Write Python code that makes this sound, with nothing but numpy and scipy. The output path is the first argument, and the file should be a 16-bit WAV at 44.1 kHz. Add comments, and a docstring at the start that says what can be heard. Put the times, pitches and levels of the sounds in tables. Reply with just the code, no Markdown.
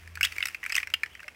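"""Two hands flex a segmented plastic slug toy close by in a small, quiet room.
From the start a low hum swells and fades over steady noise, and friction makes the joints rub and tick.
Then the nested cup-shaped segments collide in bursts: each impact excites a sharp crack, a clatter of
the shells and the damped modes of a cup. Four times the toy's weight bumps softly into the hands.
Near the end, as the knocks weaken, the joints give two faint squeaks."""
import sys
import numpy as np
from scipy import signal
from scipy.fft import rfft, irfft, next_fast_len
from scipy.io import wavfile
from scipy.ndimage import map_coordinates

SR = 44100
rng = np.random.default_rng(int(sys.argv[2]) if len(sys.argv) > 2 else 0)


def generate_wav(sig):
    """Save sig (samples, or channels by samples) to the path in sys.argv[1] as 16-bit PCM at SR."""
    pcm = np.round(np.clip(np.atleast_2d(sig).T, -1, 1) * 32767).astype(np.int16)
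    wavfile.write(sys.argv[1], SR, pcm)


N = 59535
CONTACT_S, KNOCK_S = 0.00197, 0.004
TOP_HZ = 16000


def amp(db):
    """Amplitude ratio of a level in decibels."""
    return 10 ** (np.asarray(db) / 20)


def unit(x):
    """Normalisation to rms 1."""
    return x / np.sqrt(np.mean(x ** 2) + 1e-20)


def along(points, hz):
    """Interpolation of (f/Hz, value) rows on a logarithmic frequency axis."""
    f, values = np.transpose(points)
    return np.interp(np.log(hz + 1), np.log(f + 1), values)


def envelope(rows):
    """Amplitude at each sample, interpolated from (t/s, level/dB) rows."""
    return amp(np.interp(np.arange(N) / SR, *np.transpose(rows)))


def wobble(rate):
    """Random modulation: a spline through `rate` random values a second."""
    return map_coordinates(rng.standard_normal(N // 10), [np.arange(N) * rate / SR], mode="wrap")


def noise(spectrum, size, ripple_db=0, ripple_hz=500):
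    """Filtered white noise of rms 1; ripple adds the spectral peaks and dips of one contact point."""
    hz = np.fft.rfftfreq(size, 1 / SR)
    ripple = map_coordinates(rng.standard_normal(int(SR / ripple_hz)), [hz / ripple_hz])
    gain = amp(along(spectrum, hz) + ripple_db * ripple)
    return unit(irfft(rfft(rng.standard_normal(size)) * gain, size))


def strike(t, attack_s, t60_s):
    """Impact envelope: a rise, undamped during contact, then exponential free decay."""
    decay = np.exp(-np.log(1000) * np.maximum(t - CONTACT_S, 0) / t60_s)
    return (1 - np.exp(-t / attack_s)) * decay


def at_level(x, db):
    """Equal energy: x is scaled to match a level db held for KNOCK_S."""
    return amp(db) * x * np.sqrt(KNOCK_S * SR / (np.sum(x ** 2) + 1e-20))


def add(track, start_s, x):
    """Superposition of x on the track."""
    i = max(round(start_s * SR), 0)
    track[i:i + len(x)] += x[:max(len(track) - i, 0)]


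# Envelope of the hum: t/s, level/dB
HUM_LEVELS = [(0, -53), (.07, -49), (.21, -48), (.56, -69.5), (.92, -59.5), (1.3, -68)]
# Spectrum of the ambient noise: f/Hz, relative level/dB
AMBIENT_SPECTRUM = [(25, -28), (55, 14), (110, -0.5), (220, -4), (2000, -8), (4000, -19), (15500, -36)]


def background(hum_hz=83.2, octave_db=-18.5, ambient_db=-59.5):
    """Amplitude modulation: a fundamental and its octave swell and fade over steady room noise."""
    phase = 2 * np.pi * hum_hz * np.arange(N) / SR
    hum = unit(np.sin(phase) + amp(octave_db) * np.sin(2 * phase))
    return envelope(HUM_LEVELS) * hum + amp(ambient_db) * noise(AMBIENT_SPECTRUM, N)


# Spectrum of the plastic shells: f/Hz, relative level/dB
SHELL_SPECTRUM = [(200, -33), (700, -26), (1050, -15), (1450, -2), (2150, 4.5), (2650, 2.5), (3700, -24),
                  (8000, -39)]


def clatter(t):
    """Impact excitation: the shells answer a touch with a decaying band of noise."""
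    return noise(SHELL_SPECTRUM, len(t)) * strike(t, attack_s=0.0009, t60_s=0.021)


# Envelope of the segments' sliding: t/s, level/dB
RUB_LEVELS = [(0, -57.5), (.14, -61), (.28, -50.5), (.49, -49), (.6, -61), (.8, -44), (.86, -59),
              (1.35, -61)]
# Spectrum of the friction noise: f/Hz, relative level/dB
RUB_SPECTRUM = [(400, -26), (1000, -12), (1600, -5), (2500, 1), (3900, -14), (5200, -9.5), (7000, -14),
                (15000, -18.5)]


def rubbing(roughness_db=1.8, ticks_per_s=42, tick_db=5, count=120):
    """Sliding friction: the joints scrape in small uneven slips, and light touches tick above them."""
    slide = unit(noise(RUB_SPECTRUM, N) * amp(roughness_db * wobble(rate=300)))
    t = np.arange(1024) / SR
    for start_s in (np.arange(count) + rng.random(count)) / ticks_per_s:
        add(slide, start_s, at_level(clatter(t), tick_db + rng.normal(0, 0.99)))
    return envelope(RUB_LEVELS) * slide


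def mode(t, hz, db):
    """A normal mode, excited with random strength and phase."""
    return amp(db + rng.normal(0, 2.14)) * np.sin(2 * np.pi * (hz * t + rng.random()))


# Modes of a cup: f/(ring pitch), relative level/dB
CUP_PARTIALS = [(0.76, -19), (0.996, 0.5), (1.089, -4.5)]


def cup_ring(t, pitch_hz):
    """Damped free vibration: the modes of a struck cup give a hollow ring."""
    modes = sum(mode(t, pitch_hz * ratio, db) for ratio, db in CUP_PARTIALS)
    return modes * strike(t, attack_s=0.0006, t60_s=0.017)


# Modes of a segment's rim: f/Hz, relative level/dB
RIM_PARTIALS = [(5100, 5.5), (6400, -20), (7900, 5), (11500, -6)]
# Spectrum of the crack: f/Hz, relative level/dB
CRACK_SPECTRUM = [(500, -20.5), (2500, -26), (3800, 1.5), (5100, 4), (6800, -1), (11500, -5), (15500, -8.5)]


def crack(t, hardness_db, attack_s=0.00016, ping_db=-7):
    """Contact transient: a broadband burst, brighter for a harder impact, and a ping of the rim modes."""
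    rim = sum(mode(t, hz * rng.normal(1, 0.0188), db) for hz, db in RIM_PARTIALS)
    ping = amp(ping_db) * unit(rim) * strike(t, attack_s, t60_s=0.028)
    spectrum = [(hz, db + 0.22 * hardness_db * hz / TOP_HZ) for hz, db in CRACK_SPECTRUM]
    snap = 1 + 1.15 * np.exp(-2 * t / CONTACT_S)  # strongest at first touch
    burst = noise(spectrum, len(t), ripple_db=5) * snap * strike(t, attack_s, t60_s=0.022)
    return burst + ping


# Reverberation time of the room: f/Hz, T60/s
ROOM_T60 = [(2500, 0.21), (14000, 0.14)]


def room(x, tail_db=-18.5, walls_db=-21, max_delay_s=0.012, count=8):
    """Reverberation: weak early reflections from near walls and a short diffuse tail join the sound."""
    hz, t, spectra = signal.stft(rng.standard_normal(12288), SR)
    decay = np.exp(-np.log(1000) * t / along(ROOM_T60, hz)[:, None])
    tail = signal.istft(spectra * decay, SR)[1]
    response = amp(tail_db) * tail / np.linalg.norm(tail)
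    delays = (SR * max_delay_s * rng.uniform(0.2, 1, count)).astype(int)
    response[delays] += amp(walls_db) * rng.choice([-1, 1], count) / np.sqrt(count)
    response[0] += 1  # direct sound
    return signal.fftconvolve(x, response)


# Impacts between segments: t/s, ring level/dB, ring pitch f/Hz, clatter level/dB, crack level/dB
IMPACTS = [(.075,-43,1830,-47.5,-53), (0.1544,-41,2440,-41,-41.5), (.173,-33,1490,-44,-48),
           (.2092,-22.5,1524,-38,-39), (0.2093,-22,2234,-27.5,-33.5), (.23,-16.5,2702,-31,-25.5),
           (0.2368,-20.5,2940,-34.5,-36), (0.2434,-27.5,2540,-25.5,-31), (0.2493,-22.5,3376,-26.5,-24.5),
           (.257,-33,2620,-30.5,-38.5), (.27,-34,2800,-41,-45.5), (.322,-40,2360,-36,-42),
           (0.363,-41,2100,-38.5,-46.5), (.382,-28,2234,-30.5,-39.5), (.405,-28,2150,-32,-44.5),
           (0.4255,-31,3500,-33,-58), (0.4262,-22,2694,-31,-38.5), (0.435,-30,2210,-29.5,-47),
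           (.455,-33,2310,-26.5,-28), (.47,-51,2170,-39,-36), (.484,-38.5,2580,-34.5,-37),
           (0.546,-30.5,2457,-32.5,-43), (.63,-33,1910,-34,-52), (.639,-32,2040,-38,-43.5),
           (0.651,-32,2030,-35,-53), (0.6621,-30,2215,-30.5,-40.5), (.696,-37,2320,-34.5,-39.5),
           (0.7012,-32,2305,-31,-45), (.722,-33,2060,-27.5,-28.5), (0.727,-29.5,2516,-35,-49),
           (0.745,-33.5,2960,-39,-40), (0.753,-24,2560,-28.5,-26), (0.764,-33,2310,-23.5,-26),
           (0.777,-30,3230,-37,-46), (0.78,-19.5,1946,-29,-34.5), (.801,-36,2390,-36,-43.5),
           (0.8294,-32.5,2120,-28.5,-43.5), (.872,-47,1900,-32,-43), (.901,-55,2210,-41,-49),
           (0.9386,-16.5,2837,-24,-29), (1.0332,-23,2214,-58,-38.5), (1.0341,-23.5,1785,-33.5,-42),
           (1.06,-41,1770,-39,-50), (1.151,-46,1980,-41,-53.5), (1.194,-55,2150,-41,-70),
           (1.202,-50,1800,-40.5,-54.5), (1.2305,-44,1470,-48,-52.5), (1.241,-46,2130,-50.5,-63),
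           (1.28,-41.5,1520,-33,-46.5)]


def knocks():
    """Collision: each impact excites a ring, a clatter and a crack together, and the room responds."""
    out, t = np.zeros(N), np.arange(4096) / SR
    mean_crack_db = np.mean([row[-1] for row in IMPACTS])
    for start_s, ring_db, pitch_hz, clatter_db, crack_db in IMPACTS:
        knock = at_level(cup_ring(t, pitch_hz), ring_db)
        knock += at_level(clatter(t), clatter_db)
        knock += at_level(crack(t, crack_db - mean_crack_db), crack_db)
        add(out, start_s, room(knock))
    return out


# Soft impacts on the hands: t/s, level/dB
HAND_BUMPS = [(.363, -54), (0.722, -57), (.938, -55), (1.064, -60)]


def thuds(hz=356):
    """Damped oscillation: the toy's weight lands in the hands with one brief, low tone."""
    out, t = np.zeros(N), np.arange(2048) / SR
    bump = np.sin(2 * np.pi * hz * t) * strike(t, attack_s=0.0009, t60_s=0.021)
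    for start_s, db in HAND_BUMPS:
        add(out, start_s, at_level(bump, db))
    return out


# Squeaks of the joints: t/s, duration/s, f/Hz, level/dB
JOINT_SQUEAKS = [(1.09, 0.1, 3085, -58), (1.236, 0.057, 589, -59)]


def squeaks(waver=0.0415):
    """Friction-excited vibration: a sliding joint sings faintly on one wavering pitch."""
    out = np.zeros(N)
    for start_s, duration_s, hz, db in JOINT_SQUEAKS:
        swell = signal.windows.tukey(int(duration_s * SR), 0.5)
        pitch_hz = hz * (1 + waver * wobble(rate=360))
        phase = 2 * np.pi * np.cumsum(pitch_hz) / SR
        add(out, start_s, amp(db) * swell * unit(np.sin(phase[:len(swell)])))
    return out


def scene():
    """Superposition: the sounds of the toy and the background add in one channel."""
    return (knocks() + thuds() + rubbing() + squeaks() + background())[None]


def record(dry):
    """Band limiting: a zero-phase low-pass filter cuts steeply above TOP_HZ."""
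    size = next_fast_len(N + SR // 2)
    hz = np.fft.rfftfreq(size, 1 / SR)
    return irfft(rfft(dry, size) / (1 + (hz / TOP_HZ) ** 96), size)[..., :N]


dry = scene()
out = record(dry)
generate_wav(out)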